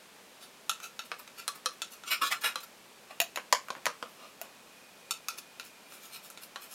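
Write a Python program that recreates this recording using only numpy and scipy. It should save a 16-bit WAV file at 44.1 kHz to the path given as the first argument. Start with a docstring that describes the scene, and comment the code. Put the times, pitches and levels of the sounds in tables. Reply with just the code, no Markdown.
"""A small steel palette knife taps, dabs and drags thick paint over a stretched canvas in a small room.
Halfway through it goes to the palette for more paint: the blade clinks and the board knocks.
Each impact excites the damped modes of the struck body. Strokes are stick-slip friction, showers of
tiny slips over the weave, and after a dab the blade peels out of the tacky paint.
Behind lie steady room noise and, in the second half, a faint thin whistle."""
import sys
import numpy as np
from scipy import signal
from scipy.fft import rfft, irfft
from scipy.io import wavfile
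from scipy.ndimage import uniform_filter1d

SR = 44100
rng = np.random.default_rng(int(sys.argv[2]) if len(sys.argv) > 2 else 0)


def to_wav(s):
    """Save 16-bit WAV."""
    ch = np.atleast_2d(s).T  # columns
    pcm = np.round(np.clip(ch, -1, 1) * 32767)  # PCM
    wavfile.write(sys.argv[1], SR, pcm.astype(np.int16))


N = 297234

# A contact's level_db is its treble; its tone (thud_db, body_db, sparkle_db) is relative to that level.
FIRM_DB = -30.5  # level of a firm contact
# Modes of the free blade: frequency_hz, base_width_hz, gain_db
BLADE_MODES = [(850, 170, -13.5), (1353, 35, 2.5), (2604, 105, -3.5), (2990, 25, -12), (3550, 87, -6),
               (3815, 230, -7.5), (4040, 17, -9), (4440, 89, -8), (5500, 53, -6), (6400, 540, -9.5),
               (7090, 37, -6), (8740, 53, -9.5), (9770, 170, -7.5), (12100, 150, -10), (13600, 640, -14)]
# The flat of the blade lands in paint: start_s, level_db, sparkle_db, peel_level_db
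DABS = [(1.1169, -38.5, -15, -55), (1.479, -34, 0, -57), (1.6591, -30, -4.5, -68), (2.4435, -35.5, -8, -73),
        (2.5573, -35.5, -8, -53.5), (6.5596, -42, -12, -64)]


def gain_of(db):
    """Amplitude ratio of a level in decibels."""
    return 10 ** (np.asarray(db) / 20)


def unit_rms(x):
    """Normalisation to a root-mean-square value of one."""
    return x / np.sqrt(np.mean(x ** 2) + 1e-20)


def curve_at(points, hz):
    """Interpolation of (frequency_hz, value) points on a logarithmic frequency axis."""
    point_hz, value = np.transpose(points)
    return np.interp(np.log(hz + 1), np.log(point_hz + 1), value)


def add(mix, start_s, sound):
    """Superposition: a sound adds to the mix from start_s on."""
    start = round(start_s * SR)
    sound = sound[max(-start, 0):]
    part = mix[max(start, 0):][:len(sound)]
    part += sound[:len(part)]


def colour(x, points, size=2048):
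    """Minimum-phase filtering along a curve of (frequency_hz, gain_db)."""
    log_gain = np.log(gain_of(curve_at(points, abs(np.fft.fftfreq(size, 1 / SR)))))
    response = np.exp(np.conj(signal.hilbert(log_gain)))
    taps = np.fft.ifft(response).real
    return signal.fftconvolve(x, taps[:size // 2])[:len(x)]


def equalise(x, level_db, tone_db, window_s):
    """Band equalisation: two passes bring each band's peak short-time power towards its target."""
    # Treble, thud, body and sparkle bands: low_hz, high_hz
    bands = [(2000, 6000), (300, 900), (900, 2000), (6000, 16000)]
    filters = [signal.butter(3, band, "band", fs=SR, output="sos") for band in bands]
    centre_hz = np.sqrt(np.prod(bands, axis=1))
    target_db = level_db + np.r_[0, tone_db]
    x = signal.sosfilt(signal.butter(4, 145, "high", fs=SR, output="sos"), x)
    for _ in range(2):
        split = np.array([signal.sosfilt(sos, x) for sos in filters])
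        power = uniform_filter1d(split ** 2, round(window_s * SR), axis=1)
        peak_db = 10 * np.log10(power.max(1) + 1e-20)
        x = colour(x, sorted(zip(centre_hz, target_db - peak_db)))
    return x


def reverberate(x, wet_db, early_s=0.004, tail_onset_s=0.0023, count=14):
    """Early reflections off easel and table, then a diffuse tail whose highest treble dies first."""
    # Reverberation time of the room: frequency_hz, t60_s
    decay_times = [(200, 0.2), (600, 0.16), (1200, 0.19), (3000, 0.19), (7000, 0.18), (15000, 0.13)]
    t = np.arange(SR // 3) / SR
    scatter = rng.standard_normal(len(t)) * (rng.random(len(t)) < .12) * (t > tail_onset_s)
    hz, frame_s, spectra = signal.stft(scatter, SR, nperseg=256)
    decay = gain_of(-60 * frame_s / curve_at(decay_times, hz)[:, None])
    tail = signal.istft(spectra * decay, SR, nperseg=256)[1][:len(t)]
    delay_s = .0006 + early_s * rng.exponential(1, count)
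    strength = rng.choice([-1, 1], count) * np.exp(-delay_s / (2 * early_s))
    early = np.zeros(len(t))
    early[(delay_s * SR).astype(int) % len(t)] = strength
    response = gain_of(wet_db) * (tail / np.linalg.norm(tail) + early / np.linalg.norm(early))
    response[0] += 1  # direct sound
    return signal.fftconvolve(x, response)


def ring(modes, click_db, damping, detune=0.0067, grit=0.15, grit_s=0.00086):
    """Modal impulse response: a gritty click and damped sinusoids that shift with the point of contact."""
    t = np.arange(SR // 8) / SR
    hz, base_width_hz, gain_db = np.transpose(modes)[:, :, None]
    hz = hz * (1 + detune * rng.standard_normal(hz.shape))
    decay_per_s = np.pi * base_width_hz * damping
    amplitude = rng.choice([-1, 1], hz.shape) * gain_of(gain_db) * 2 * decay_per_s / SR
    ringing = (amplitude * np.exp(-decay_per_s * t) * np.cos(2 * np.pi * hz * t)).sum(0)
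    click = (t == 0) + grit * rng.standard_normal(len(t)) * np.exp(-t / grit_s)
    click = signal.sosfilt(signal.butter(2, 480, "high", fs=SR, output="sos"), click)
    return ringing + gain_of(click_db) * click


def room_noise(level_db=-55.5):
    """Spectrally shaped Gaussian noise: a steady low hum of air with a soft hiss above it."""
    # Noise spectrum: frequency_hz, relative_density_db
    spectrum = [(15, -50), (25, -21), (80, -22), (212, -4), (326, -9.5), (363, -6.5), (575, -5.5),
                (734, -8), (911, -8), (1330, -9.5), (2050, -11.5), (2410, -10), (2990, -12), (8140, -18.5),
                (16000, -24)]
    gain = gain_of(curve_at(spectrum, np.fft.rfftfreq(N, 1 / SR)))
    noise = irfft(rfft(rng.standard_normal(N)) * gain, N)
    return gain_of(level_db) * unit_rms(noise)


def slips(speed, per_s, spread_db):
    """A Poisson train of uneven impulses whose energy is proportional to the blade's speed."""
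    chance, draw, direction = rng.random((3, SR))[:, :len(speed)]
    size = gain_of(spread_db * np.minimum(-np.log(draw + 1e-9), 4))
    return np.sqrt(speed) * size * np.sign(direction - .5) * (chance < per_s / SR)


def drag(peak_s, rise_s, fall_s, level_db, tone_db, free_db, wet_db=0, tack_db=-11, tack_hz=10000):
    """Stick-slip friction shakes the blade as threads of paint snap; returns start time and sound."""
    t = np.arange(-2 * rise_s, 3 * fall_s, 1 / SR)
    speed = np.exp(-2 * (abs(t) / np.where(t < 0, rise_s, fall_s)) ** 1.76)
    # Modes of the pressed blade: frequency_hz, base_width_hz, gain_db
    pressed_modes = [(590, 150, -16), (976, 110, -15.5), (1127, 80, -3), (1246, 64, -5), (1430, 67, -5),
                     (1493, 31, -5), (1740, 21, -1), (2350, 133, -2.5), (2500, 42, 2), (2810, 115, -1),
                     (3056, 64, -3), (3350, 150, -3.5), (3796, 44, -3.5), (4200, 160, -3.5),
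                     (4600, 130, -11.5), (5160, 68, 0.5), (5600, 52, -3.5), (7400, 110, -7.5),
                     (8910, 58, -4.5), (11800, 140, -7)]
    pressed = ring(pressed_modes, click_db=-25, damping=1.33, detune=0.0012)
    free = ring(BLADE_MODES, click_db=-17, damping=1.6)
    rasp = signal.fftconvolve(slips(speed, per_s=3000, spread_db=5), pressed + gain_of(free_db) * free)
    highpass = signal.butter(2, tack_hz, "high", fs=SR, output="sos")
    tack = signal.sosfilt(highpass, slips(speed, per_s=1400, spread_db=3.5))
    lighter_db = -55 - level_db  # the fizz of tacky paint takes over in light strokes
    add(rasp, 0, gain_of(tack_db + lighter_db) * tack)
    return peak_s - 2 * rise_s, equalise(reverberate(rasp, wet_db), level_db, tone_db, window_s=0.014)


def scrapes():
    """Friction of the edge on the weave: less pressure gives a thinner, brighter rasp."""
    # Edge strokes: peak_s, rise_s, fall_s, level_db, body_db, free_db (high when only the tip touches)
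    strokes = [(0.432, 0.022, 0.021, -52, -8, 8), (0.836, 0.014, 0.027, -44, -3, 17),
               (1.4, 0.02, 0.0043, -46, -1.5, 7), (2.08, 0.014, 0.016, -40.5, -5, -11),
               (2.127, 0.02, 0.011, -28.5, -4.5, -10), (2.222, 0.0077, 0.016, -33, 6.5, -8),
               (2.266, 0.028, 0.015, -35, -15, -1), (2.319, 0.0098, 0.01, -30.5, -0.5, -2),
               (2.461, 0.024, 0.013, -30, -1.5, -0.5), (6.155, 0.034, 0.016, -46, -9.5, 2)]
    out = np.zeros(N)
    for peak_s, rise_s, fall_s, level_db, body_db, free_db in strokes:
        tone_db = body_db - 13.5, body_db, -5.5 + 0.16 * (FIRM_DB - level_db)
        add(out, *drag(peak_s, rise_s, fall_s, level_db, tone_db, free_db))
    return out


def impact(modes, level_db, tone_db, click_db, damping, wet_db, cutoff_hz):
    """Impulsive excitation of body and room: light blows are more click than ring; paint dulls the top."""
    struck = ring(modes, click_db + 0.59 * (FIRM_DB - level_db), damping)
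    lowpass = signal.butter(2, cutoff_hz, fs=SR, output="sos")
    softened = signal.sosfilt(lowpass, reverberate(struck, wet_db))
    return equalise(softened, level_db, tone_db, window_s=0.025)


def tip_taps():
    """Free vibration of the blade after its tip taps; in light taps the cloth's thud counts for more."""
    # The tip touches the canvas: start_s, level_db, body_db, sparkle_db
    taps = [(0.6951, -30, -1, -3), (0.8018, -52.5, 3.5, -3), (0.9923, -38, -3.5, -9), (1.2771, -51, -5, -7),
            (1.819, -34.5, -7.5, -5), (2.0367, -50.5, 3, -7), (5.1089, -32.5, -6, -0.5),
            (5.2845, -36, -1.5, 0), (5.3846, -45, -10, -2.5), (5.5978, -41.5, -4, -8),
            (5.9225, -56, -0.5, -6), (6.302, -57, 3, 8), (6.3746, -48.5, -7, -7), (6.4349, -54.5, -14, 5)]
    out = np.zeros(N)
    for start_s, level_db, body_db, sparkle_db in taps:
        tone_db = -18 + 0.24 * (FIRM_DB - level_db), body_db, sparkle_db
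        tap = impact(BLADE_MODES, level_db, tone_db, click_db=-27.5, damping=1.5, wet_db=-2, cutoff_hz=14640)
        add(out, start_s, tap)
    return out


def smears(tone_db=(-16, -5, 3.5), rise_share=0.41):
    """Wet friction: paint spreads under the blade with a soft fizz that swells and fades."""
    # Light glides through paint: peak_s, length_s, level_db
    glides = [(1.055, 0.011, -60), (1.925, 0.036, -54), (2.416, 0.013, -50.5), (2.607, 0.011, -56),
              (4.098, 0.11, -68), (5.382, 0.028, -51.5), (5.654, 0.042, -57.5), (5.93, 0.096, -56.5),
              (6.043, 0.07, -55.5), (6.248, 0.046, -56), (6.428, 0.037, -54.5), (6.63, 0.05, -54.5),
              (6.726, 0.055, -51.5)]
    out = np.zeros(N)
    for peak_s, length_s, level_db in glides:
        rise_s, fall_s = rise_share * length_s, (1 - rise_share) * length_s
        add(out, *drag(peak_s, rise_s, fall_s, level_db, tone_db,
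                       free_db=-0.5, wet_db=-1.5, tack_db=-4, tack_hz=12000))
    return out


def flat_dabs():
    """Cushioned impact: the more sparkle the paint absorbs, the more thud and body and the less ring."""
    # Modes of the blade flat on the canvas: frequency_hz, base_width_hz, gain_db
    modes = [(504, 23, -4), (750, 43, -17), (1154, 29, 2), (1302, 63, -2.5), (1726, 77, -10.5),
             (2360, 16, -25), (2542, 43, -5.5), (3140, 35, -6.5), (3440, 42, -3), (3800, 110, -5.5),
             (3900, 560, -19.5), (4144, 60, 0.5), (5310, 120, -8), (5660, 90, -7), (7200, 43, -12),
             (9200, 210, -11.5), (10000, 280, -16), (11600, 100, -28)]
    out = np.zeros(N)
    for start_s, level_db, sparkle_db, _ in DABS:
        tone_db = -15 - 0.53 * sparkle_db, -2.5 - 0.2648 * sparkle_db, sparkle_db
        click_db = -21 - 0.4 * sparkle_db
        dab = impact(modes, level_db, tone_db, click_db, damping=1.32, wet_db=-4, cutoff_hz=10700)
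        add(out, start_s, dab)
    return out


def peels(tone_db=(-6, 3, 5), delay_s=0.077, length_s=0.014):
    """Adhesion gives way: just after each dab the blade leaves the paint with a short sticky smack."""
    out = np.zeros(N)
    for dab_s, _, _, level_db in DABS:
        add(out, *drag(dab_s + delay_s, length_s / 2, length_s / 2, level_db, tone_db, free_db=-3))
    return out


def rubs(tone_db=(2, 2, -9)):
    """Sliding friction: the blade works paint on the palette with a dull, low rub."""
    # Mixing strokes: peak_s, length_s, level_db
    strokes = [(3.109, 0.016, -52), (3.764, 0.008, -57.5), (4.229, 0.11, -56), (4.444, 0.04, -58)]
    out = np.zeros(N)
    for peak_s, length_s, level_db in strokes:
        add(out, *drag(peak_s, length_s / 2, length_s / 2, level_db, tone_db, free_db=-9))
    return out


def clinks():
    """Hard impact excites high modes: bare steel on the palette sounds bright and dry."""
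    # The blade meets the palette: start_s, level_db, thud_db, body_db, sparkle_db
    contacts = [(3.2022, -25, -11.5, -10, -3.5), (3.2162, -34, -5, -6.5, 0.5),
                (3.3595, -37, -12, -7.5, -4.5), (3.6851, -53, -3, 10.5, -3), (3.8567, -34, -12, -1, -2),
                (4.4147, -47, 4, -1.5, 6)]
    # Modes of the blade on the palette: frequency_hz, base_width_hz, gain_db
    modes = [(685, 44, 3), (1443, 26, -9.5), (1950, 72, -9.5), (2520, 110, -2), (2770, 81, -2.5),
             (3960, 200, -7), (4540, 110, -5.5), (5480, 46, -2.5), (6520, 130, -1), (7160, 80, 1),
             (9830, 190, -3), (10650, 180, -5.5), (13800, 570, -2.5), (14500, 400, -7)]
    out = np.zeros(N)
    for start_s, level_db, *tone_db in contacts:
        clink = impact(modes, level_db, tone_db, click_db=-26, damping=1.43, wet_db=-6.5, cutoff_hz=17000)
        add(out, start_s, clink)
    return out


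def knocks():
    """Plate modes of the palette sound as it bumps its support: the lighter the knock, the duller."""
    # Bumps against the support: start_s, level_db
    bumps = [(3.374, -40), (3.5263, -24.5), (3.704, -40), (3.7517, -53), (3.866, -32.5), (4.0266, -43)]
    # Modes of the board: frequency_hz, base_width_hz, gain_db
    modes = [(159, 14, -15.5), (233, 14, -7), (492, 25, -1), (566, 75, 0.5), (726, 140, -7.5),
             (1023, 170, 2), (1160, 100, 0), (1240, 30, -9.5), (1560, 69, -8.5), (1740, 63, -12),
             (2210, 180, -6.5), (2500, 140, -16), (2910, 410, -8.5), (4540, 210, -8.5), (5360, 105, -4),
             (6900, 160, -9.5), (8400, 300, -34)]
    out = np.zeros(N)
    for start_s, level_db in bumps:
        lighter_db = FIRM_DB - level_db
        tone_db = -1.5 + 0.13 * lighter_db, 4.5 + 0.07 * lighter_db, -5 - 0.45 * lighter_db
        knock = impact(modes, level_db, tone_db, click_db=-14.5, damping=1.23, wet_db=-3.5, cutoff_hz=10000)
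        add(out, start_s, knock)
    return out


def whistle(half_width_hz=35):
    """Narrow-band noise about a gliding carrier is heard as a faint, fuzzy whistle."""
    # Course of the whistle: time_s, pitch_hz, level_db
    course = [(3.9, 2520, -88), (4.4, 2495, -72), (4.9, 2480, -64.5), (5.6, 2450, -65), (5.899, 2400, -66),
              (6.1, 2350, -66), (6.4, 2400, -80), (6.74, 2500, -64)]
    time_s, pitch_hz, level_db = np.transpose(course)
    t = np.arange(N) / SR
    lowpass = signal.butter(2, half_width_hz, fs=SR, output="sos")
    flutter = signal.sosfilt(lowpass, rng.standard_normal((2, N)))
    phase = 2 * np.pi * np.cumsum(np.interp(t, time_s, pitch_hz)) / SR
    tone = unit_rms(flutter[0] * np.cos(phase) + flutter[1] * np.sin(phase))
    return gain_of(np.interp(t, time_s, level_db)) * tone


def scene():
    """Superposition of knife on canvas, knife on palette and the quiet room, in one channel."""
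    canvas = scrapes() + tip_taps() + smears() + flat_dabs() + peels()
    palette = rubs() + clinks() + knocks()
    return (room_noise() + canvas + palette + whistle())[None]


def record(dry, cutoff_hz=16100):
    """The microphone's frequency response rounds off the highest treble; a low-pass limits the band."""
    heard = colour(dry[0], [(20, -0.5), (13000, 0.5), (14300, -1.5), (16000, -5.5)])
    lowpass = signal.firwin(255, cutoff_hz, window=("kaiser", 8), fs=SR)
    return signal.oaconvolve(heard, lowpass, "same")[None]


dry = scene()
out = record(dry)
to_wav(out)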